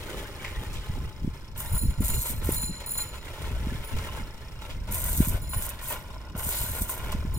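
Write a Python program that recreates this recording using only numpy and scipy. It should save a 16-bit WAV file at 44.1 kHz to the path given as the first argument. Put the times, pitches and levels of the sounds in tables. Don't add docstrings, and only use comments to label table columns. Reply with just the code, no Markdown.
import sys
import numpy as np
from scipy import signal
from scipy.fft import rfft, irfft
from scipy.io import wavfile
from scipy.ndimage import uniform_filter1d

SR = 44100
rng = np.random.default_rng(int(sys.argv[2]) if len(sys.argv) > 2 else 0)


def store_wav(level_fs):
    pcm = np.round(np.clip(np.atleast_2d(level_fs), -1, 1) * 32767)
    wavfile.write(sys.argv[1], SR, pcm.T.astype(np.int16))


N = 325458
TIME = np.arange(N) / SR
HZ = np.fft.rfftfreq(N, 1 / SR)


# time_s, shaking_db, grit_db (relative to the shaking)
SMOOTH_ASPHALT = [(0, -60, 0.5), (1.05, -52, -3.5), (1.5, -56.5, -3.5), (2.3, -49.5, -3),
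                  (3.8, -51.5, -1.5), (4.4, -49, -4), (4.8, -52, -3.5), (5.9, -49, -3), (6.25, -53, -10.5),
                  (6.55, -44.5, -3.5), (7.05, -47, -4.5), (7.38, -47.5, -7.5)]
# start_s, length_s, shaking_db
ROUGH_ASPHALT = [(-.02, 0.27, -44.5), (.25, 0.38, -46.5), (.43, 0.042, -49), (.55, 0.5, -47),
                 (1.33, 0.031, -48.5), (1.55, 0.22, -45), (1.8, 0.14, -51.5), (2.01, .13, -41.5),
                 (2.25, 0.077, -42), (2.41, .14, -42.5), (2.795, 0.048, -42.5), (2.95, 0.1, -43),
                 (3.125, 0.017, -44), (3.22, .72, -46.5), (3.96, 0.24, -41.5), (4.61, 0.12, -46.5),
                 (4.87, 0.49, -43.5), (5.53, 0.19, -44.5), (5.785, 0.1, -45), (5.9, 0.067, -39.5),
                 (6.0, 0.26, -50.5), (6.345, 0.45, -42), (6.89, 0.27, -43)]
def road(bumpy_db=1.32, bumpy_hz=12):
    smooth = gain_of(curve(SMOOTH_ASPHALT))
    rough = swells(ROUGH_ASPHALT, rise_s=0.0088, fall_s=0.034)
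    shaking = np.hypot(smooth, rough) * gain_of(bumpy_db * wander(bumpy_hz))
    grit = shaking * gain_of(curve(SMOOTH_ASPHALT, column=2))
    return shaking, grit


# base_pitch_hz, base_width_hz, relative_db
TYRE_MODES = [(456, 286, 3.5), (589, 263, 2), (949, 186, 4.5), (1396, 150, 2)]
# time_s, pitch_factor, boom_db (on the lowest resonance)
TYRE_DRIFT = [(0, 0.89, 6.5), (.6, 0.87, 0), (1.3, 0.93, -1.5), (1.6, 0.99, -29), (3.4, 0.96, 0.5),
              (4.5, 0.948, -4.5), (5.2, 1.047, -20.5), (7.38, 1.01, -0.5)]
# frequency_hz, relative_db
GRIT_SPECTRUM = [(200, 0), (750, -14), (1600, -3.5), (2150, 1), (2650, -4), (3100, -1), (4000, -6),
                 (5200, -11.5), (7100, -10), (7900, -15), (8800, -7.5), (12500, -13), (15500, -14)]
def tyres(shaking, grit, roar_db=-3.0, hiss_db=0.5, flicker_db=1.5, stones_per_s=1500, grit_per_s=5000):
    flicker = evened(gain_of(flicker_db * wander(43)))
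    stones = impacts(stones_per_s) * flicker * gain_of(-2.0 * wander(250))
    drift, boom_db = curve(TYRE_DRIFT), curve(TYRE_DRIFT, column=2)
    roar = np.zeros((2, N))
    for k, (hz, width, db) in enumerate(TYRE_MODES):
        roar += gain_of(db + boom_db * (k == 0)) * resonate(stones, hz * drift, 0.89 * width)
    hiss = colour(impacts(grit_per_s) * flicker * grit, spectrum(GRIT_SPECTRUM))
    return gain_of(roar_db) * evened(roar) * shaking + gain_of(hiss_db) * hiss


def pebbles(grit, relative_db=-6, low_hz=1500, high_hz=4200, ring_s=0.013, each_per_s=9, pitches=16):
    t = TIME[TIME < .04]
    out = np.zeros((2, N))
    for hz in np.geomspace(low_hz, high_hz, pitches):
        snap = np.exp(-t / ring_s) * np.sin(2 * np.pi * hz * t) / np.sqrt(hz)
        out += signal.oaconvolve(impacts(each_per_s), snap[None], axes=1)[:, :N]
    return evened(out) * grit * gain_of(relative_db)


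# start_s, level_db, decay_s, centre_hz, width_hz
GRIT_PATCHES = [(0.442, -34.5, 0.05, 2040, 600), (0.73, -40.5, 0.018, 6000, 6000),
                (.757, -45.5, 0.084, 3200, 1200), (2.985, -44, 0.066, 1500, 1500),
                (3.986, -32, 0.0048, 2200, 3000), (4.615, -52, 0.012, 4000, 5000),
                (4.701, -40, 0.023, 2900, 1170), (5.533, -36.5, 0.013, 1500, 2500),
                (5.789, -42, 0.0093, 2800, 1500), (6.103, -50.5, .008, 3000, 5000),
                (6.298, -49.5, 0.0068, 3000, 5000), (6.52, -38, 0.1, 3580, 3000),
                (7.118, -37, 0.02, 2000, 4000)]
def crunches(grains_per_s=2500):
    grains = impacts(grains_per_s)
    out = np.zeros((2, N))
    for start, db, decay, hz, width in GRIT_PATCHES:
        now = (TIME >= start) & (TIME < start + 6 * decay)
        spray = signal.lfilter(*signal.iirpeak(hz, hz / width, SR), grains[:, now])
        out[:, now] += gain_of(db) * evened(spray) * np.exp((start - TIME[now]) / decay)
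    return out


# start_s, relative_db
BUMPS = [(1.559, -32), (1.605, -27.5), (1.734, -44), (2.165, -28.5), (4.088, -22.5), (5.534, -20),
         (6.104, -29), (6.3, -35), (6.352, -31), (6.894, -25.5), (6.99, -29), (7.126, -20)]
# pitch_hz, width_hz, relative_db
FRAME_RING = [(600, 60, -1.5), (858, 6.7, 13.5), (1044, 29, 11), (1434, 106, 3.5), (1550, 58, -29.5),
              (2876, 120, 1), (3660, 24, 1)]
def frame(shaking, knock_db=-4, contact_s=0.0021, judder_db=-8, judders_per_s=170):
    knocks = bursts([(start, db + knock_db, contact_s) for start, db in BUMPS])
    blows = rng.standard_normal((2, N)) * knocks
    judder = impacts(judders_per_s) * shaking * gain_of(judder_db)
    return colour(blows + judder, resonances(FRAME_RING))


# start_s, length_s, relative_db
CHATTER_BOUTS = [(1.562, 0.088, -43.5), (2.02, 0.28, -38), (2.425, 0.11, -39.5), (4.905, 0.38, -37.5),
                 (5.59, 0.084, -44.5), (5.81, 0.017, -40.5), (5.85, 0.068, -41), (6.36, 0.12, -40.5),
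                 (6.46, 0.36, -39.5), (6.87, 0.039, -37.5), (7.0, 0.057, -55)]
# start_s, level_db, decay_s
METAL_CLACKS = [(1.598, -48, .008), (2.222, -48, .008), (5.04, -30, 0.0094), (5.622, -31, .012),
                (5.691, -29, .007), (7.12, -32.5, 0.0055)]
# pitch_hz, width_hz, relative_db
METAL_RING = [(3620, 200, -18), (4120, 40, -15), (4800, 1200, -27), (5870, 40, -13), (6550, 220, -14),
              (7200, 240, -13), (8750, 550, -7), (9330, 300, -4), (10700, 220, -9), (11490, 150, -2),
              (12630, 50, 2), (13080, 190, -7), (13560, 90, -3), (14030, 110, -8), (14700, 160, -6),
              (15020, 220, -5)]
def chatter(bout_db=6, hits_per_s=1600, jolts_per_s=110, settle_s=0.015, uneven_db=0.5, parts=3):
    jolts = signal.lfilter([1], [1, -np.exp(-1 / (settle_s * SR))], abs(impacts(jolts_per_s)[0]))
    bouts = gain_of(bout_db) * swells(CHATTER_BOUTS, rise_s=0.025, fall_s=0.044)
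    shake = bouts * evened(1 + 0.88 * evened(jolts))
    clacks = bursts(METAL_CLACKS)
    out = np.zeros((2, N))
    for k in range(parts):
        part = resonances(METAL_RING[k::parts])
        share = np.linalg.norm(part) / np.linalg.norm(resonances(METAL_RING))
        force = shake * evened(gain_of(uneven_db * wander(35))) + clacks
        out += share * colour(impacts(hits_per_s) * force, part)
    return out


# start_s, relative_db, low_partials_db, touch_count
BELL_JOLTS = [(1.66, -41.5, -9, 1), (1.722, -34, -12.5, 3), (1.824, -35.5, -10, 1), (2.003, -38.5, -7.5, 3),
              (2.1, -32.5, -1.5, 2), (2.516, -32, -9.5, 1), (2.557, -30.5, -5.5, 4),
              (2.862, -31.5, -9.5, 1), (2.904, -32, -9.5, 2), (2.968, -31, -3, 2), (3.027, -40.5, -3, 1),
              (3.845, -41.5, -14, 1), (5.418, -42, -6, 1), (5.491, -35, -11, 2), (5.561, -34, -18, 1),
              (6.524, -37, -7, 3), (7.339, -38.5, -8, 1)]
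def striker_touches(bounce_s=0.025, timing_scatter=.15, scatter_db=2.5):
    rows = []
    for start, db, low_db, count in BELL_JOLTS:
        for k in range(round(count)):
            late, hard = rng.standard_normal(2) * (k > 0)
            touch_s = start + bounce_s * (k + timing_scatter * late)
            rows.append((touch_s, db + scatter_db * hard, low_db + 0.5 * k, -3 - 1.5 * k))
    return sorted(rows)


# pitch_hz, relative_db, t60_s
BELL_PARTIALS = [(4090, -10, 1.2), (4120, -8, 1.2), (7064, -13, .7), (7135, -1, .6), (10642, -4, .36),
                 (10742, -2, .38), (14790, -14, .3), (14940, -1, .28), (15015, -12, .28)]
def bell(ring_db=-1, hum_db=-0.5, hum_rise_s=0.004, buzz_db=2.5, tick_db=-13, tick_s=0.0038):
    touch_s, touch_db, low_db, top_db = np.transpose(striker_touches())
    latest = np.maximum(np.searchsorted(touch_s, TIME, side="right") - 1, 0)
    since = np.maximum(TIME - touch_s[latest], 0)
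    struck = TIME >= touch_s[0]
    buzz = gain_of(buzz_db * wander(53))
    port_hz, port_lead, _ = np.transpose(MICROPHONE_PORTS)
    tones = np.zeros((2, N))
    for hz, partial_db, t60 in BELL_PARTIALS:
        strength_db = touch_db + partial_db + low_db * (hz < 9000) + top_db * (hz > 13000)
        phase = 2 * np.pi * rng.random() + np.cumsum(rng.standard_normal(len(touch_s)))[latest]
        phase += wander(31)
        ring = gain_of(strength_db)[latest] * np.exp(-np.log(1000) * since / t60) * struck
        if hz < 5000:
            step = 1 / (hum_rise_s * SR)
            ring = gain_of(hum_db) * signal.lfilter([step], [1, step - 1], ring)
            phase = phase / 2
        else:
            ring = ring * buzz
        tone = uniform_filter1d(ring * np.exp(1j * phase), size=48) * np.exp(2j * np.pi * hz * TIME)
        right_lag = np.exp(-1j * np.interp(hz, port_hz, port_lead))
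        tones += np.array([tone, tone * right_lag]).real
    bright_noise = np.diff(rng.standard_normal((2, N + 1)))
    ticks = bright_noise * gain_of(touch_db + tick_db)[latest] * np.exp(-since / tick_s) * struck
    return np.sqrt(2) * gain_of(ring_db) * tones + ticks


# pitch_hz, width_hz, relative_db
PAWL_RING = [(2440, 100, -9), (4350, 250, -13), (5350, 140, 0), (6500, 3500, -21)]
def freewheel(level_db=-60.5, ticks_per_s=28.3, first_s=.031, scrape_s=.007, uneven_db=1):
    since = (TIME - first_s) % (1 / ticks_per_s)
    ticks = evened(np.exp(-since / scrape_s) * gain_of(uneven_db * wander(6.2)))
    return gain_of(level_db) * colour(rng.standard_normal((2, N)) * ticks, resonances(PAWL_RING))


# frequency_hz, relative_db
WIND_RUMBLE = [(15, -1.5), (28, -0.5), (45, 3), (90, -2.5), (130, -8), (220, -25.5), (500, -53.5)]
# frequency_hz, relative_db
WIND_FLUTTER = [(60, -26), (120, -6.5), (200, 0), (300, -9), (450, -13), (900, -38.5), (2000, -77)]
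# start_s, length_s, relative_db
WIND_GUSTS = [(.13, 0.038, -36), (.56, 0.044, -31.5), (.66, 0.13, -34), (.88, 0.2, -31.5),
              (1.21, 0.076, -29.5), (1.54, 0.28, -38.5), (1.71, 0.048, -25.5), (1.81, 0.097, -24),
              (1.975, 0.069, -23), (2.095, 0.088, -25), (2.29, 0.26, -29.5), (2.55, .18, -35),
              (2.97, 0.034, -40), (3.39, 0.42, -32.5), (3.91, 0.071, -25), (3.98, 0.17, -37.5),
              (4.11, 0.14, -34.5), (4.7, 0.21, -36.5), (4.89, 0.26, -32), (5.17, 0.045, -22),
              (5.27, 0.088, -25), (5.39, 0.12, -32.5), (5.54, 0.043, -29), (6.34, 0.045, -35),
              (6.45, 0.039, -32), (6.59, 0.045, -33.5), (6.69, .04, -31.5), (6.8, 0.028, -29.5),
              (6.98, 0.15, -35), (7.13, 0.29, -29.5)]
def wind(breeze_db=-40.5, rumble_db=0.5, flutter_db=-15.0, lumpy_db=4.5):
    rumble = colour(rng.standard_normal((2, N)), spectrum(WIND_RUMBLE))
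    flutter = colour(rng.standard_normal((2, N)), spectrum(WIND_FLUTTER))
    flutter *= evened(gain_of(lumpy_db * wander(30)))
    strength = np.hypot(gain_of(breeze_db), swells(WIND_GUSTS, rise_s=0.012, fall_s=0.021))
    return strength * (gain_of(rumble_db) * rumble + gain_of(flutter_db) * flutter)


# centre_s, relative_db, pitch_hz
WIND_THUMPS = [(0.901, -18.5, 106), (1.248, -16.5, 171), (1.279, -16, 198), (1.737, -15, 80),
               (1.751, -20, 127), (1.838, -22, 148), (1.858, -13, 108), (2.008, -12.5, 177),
               (2.097, -24, 150), (2.492, -11.5, 312), (2.638, -25, 171), (2.712, -25.5, 168),
               (3.672, -18, 186), (3.724, -20.5, 148), (5.206, -5, 183), (5.275, -17.5, 157),
               (5.57, -18.5, 92), (6.354, -22, 141), (6.469, -24.5, 153), (6.819, -23, 206),
               (7.151, -19.5, 165), (7.252, -20.5, 193)]
def eddies(trim_db=-1, width_cycles=0.5):
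    out = np.zeros(N)
    for centre, db, hz in WIND_THUMPS:
        near = abs(TIME - centre) < .05
        cycles = (TIME[near] - centre) * hz
        envelope = gain_of(db + trim_db) / (1 + (cycles / width_cycles) ** 2) ** 2
        out[near] -= envelope * np.cos(2 * np.pi * cycles)
    return out


# frequency_hz, relative_db
DISTANT_WASH = [(100, -6), (300, 1.5), (550, -4.5), (750, -21.5), (900, -7.5), (1500, -12), (2400, -14),
                (4800, -15.5), (15000, -71)]
def park(level_db=-57):
    return gain_of(level_db) * colour(rng.standard_normal((2, N)), spectrum(DISTANT_WASH))


# frequency_hz, left_lead_rad, likeness (0-1)
MICROPHONE_PORTS = [(0, 0, .9), (300, 0, .93), (1000, 0, .82), (1400, -.5, .65), (1600, -1.8, .5),
                    (1850, -.6, .65), (2100, -.6, .55), (2350, .7, .65), (2750, 1.7, .7), (3300, 2.3, .72),
                    (4120, 2.3, .55), (4500, 4.3, .55), (5300, 5.8, .4), (5800, 5.2, .35), (6400, 7.6, .35),
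                    (6800, 8, .6), (7800, 6.3, .96), (9820, np.pi, .985), (11600, 0, .985),
                    (13480, -np.pi, .985), (15400, -6.3, .97)]
def microphone(pair):
    hz, lead, likeness = np.transpose(MICROPHONE_PORTS)
    likeness = np.interp(HZ, hz, likeness)
    left, unrelated = rfft(pair)
    right = likeness * left + np.sqrt(1 - likeness ** 2) * unrelated
    right *= np.exp(-1j * np.interp(HZ, hz, lead))
    return irfft(np.array([left, right]), N)


def gain_of(db):
    return 10 ** (np.asarray(db) / 20)


def evened(x):
    return x / np.sqrt(np.mean(x ** 2) + 1e-20)


def curve(rows, column=1):
    rows = np.asarray(rows)
    return np.interp(TIME, rows[:, 0], rows[:, column])


def swells(rows, rise_s, fall_s):
    power = np.zeros(N)
    for start, length, db in rows:
        first = np.searchsorted(TIME, start)
        t = TIME[first:][:round((length + 8 * fall_s) * SR)] - start
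        shape = np.minimum(t / rise_s, 1) * np.exp(-np.maximum(t - length, 0) / fall_s)
        power[first:first + len(t)] += (gain_of(db) * shape) ** 2
    return np.sqrt(power)


def bursts(rows):
    out = np.zeros(N)
    for start, db, decay in rows:
        out += gain_of(db) * (TIME >= start) * np.exp(-abs(TIME - start) / decay)
    return out


def wander(rate_hz):
    return evened(irfft(rfft(rng.standard_normal(N)) / (1 + (HZ / rate_hz) ** 4), N))


def impacts(per_s):
    return evened(rng.standard_normal((2, N)) * (rng.random(N) < per_s / SR))


def spectrum(points):
    hz, db = np.transpose(points)
    return gain_of(np.interp(np.log(HZ + 1), np.log(hz), db))


def resonances(modes):
    return np.sqrt(sum(gain_of(db) ** 2 / (1 + (2 * (HZ - hz) / width) ** 2) for hz, width, db in modes))


def colour(x, gain):
    log_gain = np.log(np.maximum(evened(gain), 1e-5))
    cepstrum = irfft(log_gain, N) * (1 + np.sign(N / 2 - np.arange(N)))
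    cepstrum[0] /= 2
    return irfft(rfft(x) * np.exp(rfft(cepstrum)), N)


def resonate(x, hz, width):
    carrier = np.exp(2j * np.pi * np.cumsum(hz) / SR)
    pole = np.exp(-np.pi * width / SR)
    return 2 * (carrier * signal.lfilter([(1 - pole) ** 2], [1, -2 * pole, pole ** 2], x / carrier)).real


def scene():
    shaking, grit = road()
    bicycle = tyres(shaking, grit) + pebbles(grit) + crunches() + frame(shaking) + chatter() + freewheel()
    return microphone(wind() + park() + bicycle) + eddies() + bell()


def record(dry):
    lowpass = signal.firwin(511, cutoff=15850, window=("kaiser", 9), fs=SR)
    return signal.oaconvolve(dry, lowpass[None], "same")


dry = scene()
out = record(dry)
store_wav(out)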